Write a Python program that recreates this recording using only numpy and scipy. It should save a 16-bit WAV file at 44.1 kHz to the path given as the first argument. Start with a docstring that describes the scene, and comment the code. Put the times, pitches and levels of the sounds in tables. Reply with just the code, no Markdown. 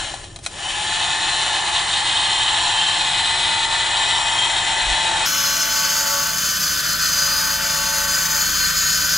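"""In a workshop, a heat gun's fan coasts down, the switch clicks and the motor spins it up again.
Five blades whine, air rushes through the barrel, the nozzle hisses and the shaft rattles.
Behind it machinery hums, and a far horn blows twice.
Just past halfway time runs fast, so every pitch and rhythm rises together."""
import sys
import numpy as np
from scipy import signal
from scipy.fft import rfft, irfft, next_fast_len
from scipy.io import wavfile
from scipy.ndimage import uniform_filter1d, map_coordinates

SR = 44100
rng = np.random.default_rng(int(sys.argv[2]) if len(sys.argv) > 2 else 0)


def unload_audio(sound):
    """Save the sound as a 16-bit wav file, at the path given as the first command line argument."""
    columns = np.transpose(np.atleast_2d(sound))
    # keep every value between -1 and 1, then stretch to whole-number steps
    steps = np.round(np.clip(columns, -1, 1) * 32767)
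    wavfile.write(sys.argv[1], SR, steps.astype(np.int16))


N = 404397

# Sounds are built at normal pace; from FAST_FROM_S on, scene() multiplies pitches and rates by FAST_PACE.
FAST_FROM_S, FAST_PACE = 5.258, 1.696
WORK_SAMPLES = int(FAST_FROM_S * SR + (N - FAST_FROM_S * SR) * FAST_PACE) + 2
WORK_S = np.arange(WORK_SAMPLES) / SR
# when each sample is heard; the moments in all tables are on this clock
HEARD_S = np.minimum(WORK_S, FAST_FROM_S + (WORK_S - FAST_FROM_S) / FAST_PACE)
SWITCH_ON_S = .463


def amp(db):
    """Turn decibels into a factor to multiply a sound by."""
    return np.exp(np.asarray(db, dtype=np.float32) * np.float32(np.log(10) / 20))


def unit(x):
    """Scale x to an average (rms) strength of 1."""
    return x / np.sqrt(np.mean(x ** 2) + 1e-20)


def at_pitch(points, hz):
    """Read between (pitch_hz, value) points, with octaves evenly spaced."""
    pitches, values = np.transpose(points)
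    return np.interp(np.log(hz + 1), np.log(pitches + 1), values)


def curves(rows):
    """Join rows of (time_s, values...) into one curve over time for each value."""
    times, *columns = np.transpose(rows)
    return [np.interp(HEARD_S, times, column) for column in columns]


def wobble(rate_hz):
    """A smooth curve through rate_hz random values a second."""
    coarse_s = WORK_S[::64]
    values = rng.standard_normal(int(WORK_S[-1] * rate_hz) + 4)
    return np.interp(WORK_S, coarse_s, map_coordinates(values, [coarse_s * rate_hz], mode="nearest"))


def swell(middle_s, half_length_s):
    """A bell-shaped rise to 1 and fall back to silence."""
    return np.exp(-((HEARD_S - middle_s) / half_length_s) ** 2)


def filtered(x, response):
    """Multiply each frequency in x by response(hz)."""
    size = next_fast_len(x.shape[-1] + 8192, True)
    hz = np.fft.rfftfreq(size, 1 / SR)
    gain = np.interp(hz, hz[::8], response(hz[::8])).astype(np.complex64)
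    return irfft(rfft(x.astype(np.float32), size) * gain, size)[..., :x.shape[-1]]


def below(hz, edge_hz, order):
    """A gain that keeps what is below the edge; swap the first two arguments to keep what is above."""
    return 1 / np.sqrt(1 + ((hz + 1) / (edge_hz + 1)) ** (2 * order))


def noise(response):
    """Steady noise of strength 1, coloured by response(hz)."""
    return unit(filtered(rng.standard_normal(WORK_SAMPLES), response))


def workshop():
    """Machinery hums over low room noise, whose upper part grows with the gun's airflow."""
    # steady tones of the machinery: pitch_hz, relative_db
    hum_tones = [(25.4, -47), (34.2, -59), (42.6, -48), (51.3, -59.5), (60, -60), (69.7, -59),
                 (95.2, -46.5), (112.2, -53)]
    # how the whole hum rises and falls: time_s, relative_db
    hum_levels = [(0, 4), (.5, -13), (2, -6), (5, -1.5), (6, -2.5), (7, 4), (9.17, 5.5)]
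    # colour of the room noise: pitch_hz, relative_db
    room_colour = [(12, -25), (22, -1), (64, -3), (110, 1), (150, -6), (195, -7), (238, -14), (295, -7),
                   (370, -3), (455, -12), (515, -16), (575, -4), (700, -12), (1300, -90)]
    hum_db, = curves(hum_levels)
    hum = sum(np.sqrt(2) * amp(db) * np.sin(2 * np.pi * hz * WORK_S + .5 * wobble(1.96))
              for hz, db in hum_tones)
    room = noise(lambda hz: amp(at_pitch(room_colour, hz)))
    rumble = filtered(room, lambda hz: below(hz, 200, order=3))
    air_db = airflow()[0]
    draught = (room - rumble) * amp(0.29 * (air_db - np.median(air_db)))
    return amp(hum_db - 2.4) * hum + amp(-40) * (rumble + draught)


def far_horn(rise_s=.08, fall_s=.092, swell_db_per_s=6.5, fading_db=3.5):
    """Two long blasts swell and sink; each tone fades and wavers on its way from far off."""
    # blasts of the horn: start_s, loudest_s, end_s, relative_db
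    blasts = [(5.0, 6.08, 6.42, 4), (7.1, 7.9, 8.48, 2.5)]
    # tones of its chord: pitch_hz, relative_db
    tones = [(332, -44.5), (395, -45), (520.6, -38.5), (664, -38.5)]
    blowing = np.zeros(WORK_SAMPLES)
    for start_s, loudest_s, end_s, db in blasts:
        on = np.interp(HEARD_S, [start_s, start_s + rise_s, end_s - fall_s, end_s], [0, 1, 1, 0])
        blowing += on * amp(db - swell_db_per_s * np.abs(HEARD_S - loudest_s))
    chord = sum(amp(db + fading_db * wobble(5)) * np.sin(2 * np.pi * hz * WORK_S + .5 * wobble(14))
                for hz, db in tones)
    return blowing * chord


def handling_bump(time_s, half_length_s, level_db):
    """Handling makes one soft, very low thud."""
    thud = noise(lambda hz: below(hz, 50, order=7) * below(28, hz, order=4))
    return amp(level_db) * thud * swell(time_s, half_length_s)


def switch_scrape(early_s, half_length_s, level_db):
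    """The switch scrapes along its slot just before it snaps shut."""
    scrape = noise(lambda hz: below(1800, hz, order=1))
    return amp(level_db + 2.5 * wobble(250)) * scrape * swell(SWITCH_ON_S - early_s, half_length_s)


def switch_clicks():
    """Each click is a short crack, the ring of the plastic housing and a hollow knock."""
    # clicks of the switch and housing: start_s, level_db, knock_db (relative to the click)
    clicks = [(0.1402, -23, 1), (0.2414, -26.5, -4), (0.361, -23, -29), (0.389, -31, -4.5),
              (0.451, -31, -26), (0.4627, -10, -16.5)]
    # tones at which the housing rings: pitch_hz, relative_db, fade_s (time to fall 60 dB)
    housing_tones = [(694, -2, 0.053), (1464, -8.5, 0.063), (2480, -2.5, 0.058), (3300, -5, 0.061),
                     (3920, 0, 0.047), (4060, 10, 0.021), (5550, -5, 0.025), (6000, -8, 0.037),
                     (8300, -13, 0.081), (9000, -16, 0.11), (9360, -9.5, 0.033), (9760, -2, 0.024)]
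    out = np.zeros(WORK_SAMPLES)
    t = np.arange(SR // 8) / SR
    for start_s, level_db, knock_db in clicks:
        ring = sum(amp(db + rng.normal(0, 2) - 60 * t / fade_s) * np.sin(2 * np.pi * hz * t)
                   for hz, db, fade_s in housing_tones)
        crack = amp(-60 * t / 0.051) * rng.standard_normal(len(t))
        knock = amp(knock_db + 2.5 - 60 * t / 0.029) * np.sin(2 * np.pi * 790 * t)
        click = 1.17 * ring / np.abs(ring).max() + 0.56 * crack + knock
        out[round(start_s * SR):][:len(t)] += amp(level_db) * click
    return out


def housing_whistles(waver_hz):
    """The rattle catches one ring of the housing, which gives a brief, wavering whistle."""
    # the whistles: middle_s, half_length_s, pitch_hz, level_db
    whistles = [(0.686, 0.067, 3030, -30), (1.126, 0.051, 3560, -27), (2.27, 0.12, 3110, -31.5),
                (2.844, .09, 3130, -25), (4.418, 0.053, 3200, -24), (4.56, 0.061, 3750, -26),
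                (5.07, 0.035, 3860, -30), (5.75, 0.062, 4160, -29), (8.14, 0.039, 2890, -26),
                (8.88, 0.088, 3920, -25.5)]
    waver = unit(wobble(waver_hz)) + 1j * unit(wobble(waver_hz))  # shakes both strength and pitch
    out = np.zeros(WORK_SAMPLES)
    for middle_s, half_length_s, hz, db in whistles:
        tone = np.real(waver * np.exp(2j * np.pi * hz * WORK_S))
        out += amp(db) * swell(middle_s, half_length_s) * tone
    return out


def speed_share(at_start=.92, coast_s=.37, spin_up_s=.134):
    """The shaft's share of full speed: it falls without power, then climbs toward 1 once switched on."""
    coasting = at_start * np.exp(-np.minimum(HEARD_S, SWITCH_ON_S) / coast_s)
    return 1 - (1 - coasting) * np.exp(-np.maximum(HEARD_S - SWITCH_ON_S, 0) / spin_up_s)


def speed_gain_db(db_per_doubling):
    """A slower shaft makes less sound: 0 dB at full speed, less below it."""
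    return db_per_doubling * np.log2(speed_share())


def airflow():
    """Levels of air rush, rattle and hiss, which grow with speed, and the rattle's brightness, in dB."""
    # the flow at full speed as the gun is moved about:
    # time_s, air_db, rattle_db, brightness_db (the rattle's upper half minus its lower half)
    flow = [(0, -27.5, -25.5, -2), (.7, -28.5, -26.5, -4.5), (1.4, -25, -22.5, 3),
            (2.25, -25.5, -21.5, -2.5), (2.85, -25, -22, -2), (3.15, -25.5, -21.5, 2.5),
            (4.4, -24.1, -23, -2.3), (5.05, -24, -23.5, 0), (5.55, -25, -21.5, -2.5),
            (6.35, -27.7, -23, -2), (6.9, -26.5, -22, -5.5), (7.9, -26, -22.2, 3), (8.8, -26, -21, -0.7),
            (9.17, -26, -22, -6.5)]
    air_db, rattle_db, brightness_db = curves(flow)
    hiss_db = -28 + 0.28 * (rattle_db - rattle_db.mean())  # the hiss partly follows the rattle
    return (air_db + speed_gain_db(16), rattle_db + speed_gain_db(18.5),
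            hiss_db + speed_gain_db(13.5), brightness_db + .4 * wobble(5))


def lulls(slight_per_s=1.3, slight_length_s=.018, slight_depth_db=4):
    """The sound dips when the shaft briefly runs smoothly; slighter dips also come by chance."""
    # the set dips: middle_s, length_s, depth_db (each noise of the gun takes only part of this depth)
    set_dips = [(1.187, 0.065, 6.5), (1.633, 0.072, 6.5), (1.713, 0.052, 7), (1.856, 0.13, 5.5),
                (2.03, 0.037, 8), (3.683, .055, 9.5), (4.64, .058, 1), (4.755, 0.063, 4), (5.676, .059, 2),
                (6.347, 0.067, 5), (6.592, .023, 10), (6.763, 0.03, 4.5), (6.824, .034, 9),
                (6.968, .052, 7), (7.59, .042, 8.5), (8.069, 0.023, 9.5), (8.73, 0.03, 6.5)]
    slight_times = SWITCH_ON_S + np.cumsum(rng.uniform(.2, 1.8, 40)) / slight_per_s
    slight_dips = [(time_s, slight_length_s, slight_depth_db) for time_s in slight_times]
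    coarse_s = HEARD_S[::32]
    dips_db = np.zeros(len(coarse_s))
    for middle_s, length_s, depth_db in set_dips + slight_dips:
        distance = np.abs(2 * (coarse_s - middle_s) / length_s)
        dips_db += depth_db * np.exp(-np.minimum(distance, 4) ** 3)  # a flat-bottomed dip
    return np.interp(HEARD_S, coarse_s, dips_db)


def pose_shares():
    """How much each of the three ways of holding the gun counts at each moment."""
    # how the gun is held: time_s, pose (0 back, 1 low, 2 above)
    poses = [(0, 0.15), (2.95, 0.28), (3.35, 1), (5.6, 0.89), (5.85, 1.8), (9.17, 2)]
    pose, = curves(poses)
    return np.array([np.clip(1 - np.abs(pose - index), 0, 1) for index in range(3)])


def through_barrel(x, low_hz, high_hz):
    """One band of x, coloured by the barrel and by reflections off the bench."""
    # broad colour of the barrel: pitch_hz, relative_db
    barrel_colour = [(540.0, -11), (680.0, -6), (850.0, 2), (1250.0, -8.5), (1800.0, -5), (2350.0, -7.5),
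                     (2700.0, -4.5), (4100.0, 0), (4550.0, -8.5), (5100.0, -17.5), (5700.0, -11),
                     (6300.0, -18.5), (7100.0, -8.5), (9200.0, -14.5)]
    # peaks and dips from the bench's reflections, in each pose: pitch_hz, width_hz, gain_db
    held_back = [(617, 37, -16.5), (950, 51, -8.5), (1014, 34, 3.5), (1500, 98, -2), (1740, 98, 6.5),
                 (2320, 90, -3), (3080, 81, 4), (3320, 45, -6), (3760, 45, 3.5), (3840, 20, -10),
                 (4400, 55, -2), (7000, 160, 0.5), (7750, 350, -6.5)]
    held_low = [(1210, 60, 3), (1776, 34, 9.5), (2000, 46, 8.5), (2496, 16, 8.5), (2714, 82, -7),
                (3750, 45, 3.5), (3156, 85, 6.5), (4390, 72, -5), (5190, 45, 8), (6640, 55, 1),
                (6900, 63, 6.5)]
    held_above = [(1070, 14, 6.5), (1780, 145, -5), (1770, 36, 7), (2406, 85, -6.5), (2541, 75, 5.5),
                  (2830, 140, 5), (3366, 136, -7.5), (3750, 50, 4), (4770, 260, 0.5), (7130, 200, -9),
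                  (8600, 150, -7)]
    out = np.zeros(WORK_SAMPLES)
    for share, peaks in zip(pose_shares(), [held_back, held_low, held_above]):
        def colour(hz):
            bench_db = sum(db * np.exp(-((hz - pitch) / width) ** 2) for pitch, width, db in peaks)
            band = below(low_hz, hz, order=12) * below(hz, high_hz, order=12)
            return amp(at_pitch(barrel_colour, hz) + bench_db) * band
        out += share * unit(filtered(x, colour))
    return out


def turbulence(patchy_db):
    """Swirling air: noise with slowly drifting louder and softer patches of pitch."""
    spectrum = signal.stft(rng.standard_normal(WORK_SAMPLES, dtype=np.float32), nperseg=1024)[2]
    patches = uniform_filter1d(rng.standard_normal(spectrum.shape), size=3, axis=0)  # smooth over pitch
    patches = uniform_filter1d(patches, size=45, axis=1)  # smooth over time
    swirl = signal.istft(spectrum * amp(patchy_db * unit(patches)), nperseg=1024)[1]
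    return unit(swirl[:WORK_SAMPLES])


def buzz(turns, repeat_share):
    """Swirling air mixed with a rough pattern that repeats with every turn of the shaft."""
    pattern = irfft(np.exp(2j * np.pi * rng.random(56)), 2048)
    repeating = unit(pattern[(turns % 1 * len(pattern)).astype(int)])
    return np.sqrt(repeat_share) * repeating + np.sqrt(1 - repeat_share) * turbulence(patchy_db=2.5)


def shaft_rattle(turns, brightness_db):
    """The shaft buzzes through the barrel; brightness tips the balance from its low half to its high."""
    rattle = through_barrel(buzz(turns, repeat_share=0.046), low_hz=2450, high_hz=4450)
    lower = filtered(rattle, lambda hz: below(hz, 3520, order=14))
    upper = rattle - lower
    return unit(lower * amp(-brightness_db / 2) + upper * amp(brightness_db / 2))


def fan_whine(angle, whine_db, unpowered_drop_db=4):
    """The fan sings at whole multiples of the shaft speed, loudest at the rate its five blades pass."""
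    # tones of the fan in each pose: multiple (of the shaft speed), back_db, low_db, above_db
    fan_tones = [(1, -22, -23.5, -21.5), (4, -16.5, -17, -12.5), (5, -0.5, 0.5, 0.5), (6, -7, -18.5, -10.5),
                 (10, -5, -7.5, -6.5), (11, -15, -8.5, -15), (14, -9.5, -12.5, -13), (16, -15, -16, -12),
                 (17, -4, -9, -16), (19, -7, -7, -17), (20, -18, -13, -7.5), (21, -8, -9.5, -8),
                 (23, -9, -17, -11)]
    shares = pose_shares()
    whine = np.zeros(WORK_SAMPLES)
    for multiple, *pose_db in fan_tones:
        fading_db = (1.04 + 0.071 * multiple) * wobble(7)  # higher tones fade more as the gun moves
        whine += amp(np.dot(pose_db, shares) + fading_db) * np.sin(round(multiple) * angle)
    motor_db = speed_gain_db(26) - unpowered_drop_db * (HEARD_S < SWITCH_ON_S)
    return np.sqrt(2) * amp(whine_db + 0.5 + motor_db) * whine


def heat_gun(blades=5, mains_hz=60):
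    """Fan whine, air rush, rattle and nozzle hiss, all tied to the turning shaft."""
    # the fan under power: time_s, full_speed_hz (shaft turns a second), whine_db (relative)
    fan = [(1.3, 179, -32.5), (1.8, 178.8, -36), (2.2, 179.8, -32), (2.9, 176.3, -34), (3.25, 179.2, -31),
           (4.5, 179.9, -31), (5, 178.4, -29), (5.27, 176.9, -31), (5.49, 180.1, -30), (5.81, 177.4, -33),
           (6, 179, -33), (6.75, 178.7, -33), (7.05, 179.5, -32.5), (7.35, 178.3, -31.5), (7.7, 179.9, -34),
           (8.1, 179.7, -32), (8.32, 177.9, -33), (8.6, 180.2, -32)]
    full_speed_hz, whine_db = curves(fan)
    air_db, rattle_db, hiss_db, brightness_db = airflow()
    speed_hz = full_speed_hz * speed_share() * (1 + .0008 * wobble(8) + .0012 * wobble(80))
    turns = np.cumsum(speed_hz) / SR
    angle = (2 * np.pi * (turns % 1)).astype(np.float32)
    lull_db, flutter = lulls(), wobble(45)
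    whine = fan_whine(angle, whine_db)
    air = through_barrel(turbulence(patchy_db=1.34), low_hz=564, high_hz=2490)
    air *= amp(air_db - 0.19 * lull_db + 0.32 * flutter)
    rattle = shaft_rattle(turns, brightness_db)
    rattle *= amp(rattle_db - 0.74 * lull_db + 1.08 * flutter)
    hiss = through_barrel(buzz(turns, repeat_share=0.032), low_hz=4690, high_hz=10050)
    hiss *= amp(hiss_db - 0.3 * lull_db + .5 * flutter)
    # rattle and hiss pulse once a turn, as each blade passes, and with the motor's mains ripple
    turning_db = 0.53 * np.cos(angle) + 0.6 * np.cos(blades * angle) + 0.66 * np.cos((blades - 1) * angle)
    ripple_db = 0.4 * np.cos(2 * np.pi * mains_hz * WORK_S)
    pulse = unit(amp(turning_db + ripple_db))
    return whine + air + pulse * (rattle + hiss)


def microphone(x, echo_db, echo_fade_s=.25):
    """Sound reaches the left and right openings with different level, timing and room echo."""
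    # how much louder the left is: pitch_hz, difference_db
    left_louder = [(60, -1), (110, -4), (200, -0.5), (380, -2), (700, 3), (1290, -0.5), (2380, 1.5),
                   (4400, -1), (8120, -1), (15000, 1.5)]
    # how far the left wave runs ahead: pitch_hz, lead_radians
    left_ahead = [(0, 0.8), (690, -0.54), (1210, -0.86), (1460, -0.1), (1810, -0.58), (2500, 1),
                  (3010, -0.47), (3620, -0.28), (7750, 0.49), (8870, 1), (9220, 0.0), (10900, 0.0),
                  (11700, -0.5), (15400, -0.2)]
    t = np.arange(SR // 3) / SR
    tails = rng.standard_normal((2, len(t))) * amp(-60 * t / echo_fade_s) * (t > .004)
    echo = signal.fftconvolve(x[None], tails / np.linalg.norm(tails[0]), axes=1)[:, :WORK_SAMPLES]
    echo = amp(echo_db) * filtered(echo, lambda hz: below(200, hz, order=2))

    def direct(side):
        return filtered(x, lambda hz: amp(side * at_pitch(left_louder, hz) / 2)
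                        * np.exp(side * .5j * at_pitch(left_ahead, hz)))
    return np.array([direct(1), direct(-1)]) + echo


def scene():
    """The workshop in stereo, first at its own pace and then fast."""
    # the gun's sideways drift: time_s, difference_db (left minus right)
    drift = [(0, 2.7), (2, 0.5), (3, 1.5), (4.3, 1.9), (5, 2.2), (6, 1), (7, 1.1), (9.17, 1.5)]
    switch = switch_clicks() + switch_scrape(early_s=0.016, half_length_s=0.018, level_db=-30.5)
    switch = filtered(switch, lambda hz: below(560, hz, order=5))  # the small housing gives off no bass
    gun = heat_gun() + housing_whistles(waver_hz=90) + switch
    bump = handling_bump(time_s=4.9, half_length_s=0.057, level_db=-26)
    stereo = microphone(gun + bump + workshop() + far_horn(), echo_db=-13)
    drift_db, = curves(drift)
    stereo *= amp(np.array([drift_db, -drift_db]) / 2)
    stereo = filtered(stereo, lambda hz: hz < 10080)
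    # reading through the samples in bigger steps makes time run fast
    position = np.interp(np.arange(N) / SR, HEARD_S, np.arange(WORK_SAMPLES))
    return np.array([map_coordinates(channel, [position]) for channel in stereo])


def record(dry):
    """Cut away the very highest treble."""
    top_hz, fade_width_hz = 15830, 120
    return filtered(dry, lambda hz: np.clip((top_hz - hz) / fade_width_hz, 0, 1))


dry = scene()
out = record(dry)
unload_audio(out)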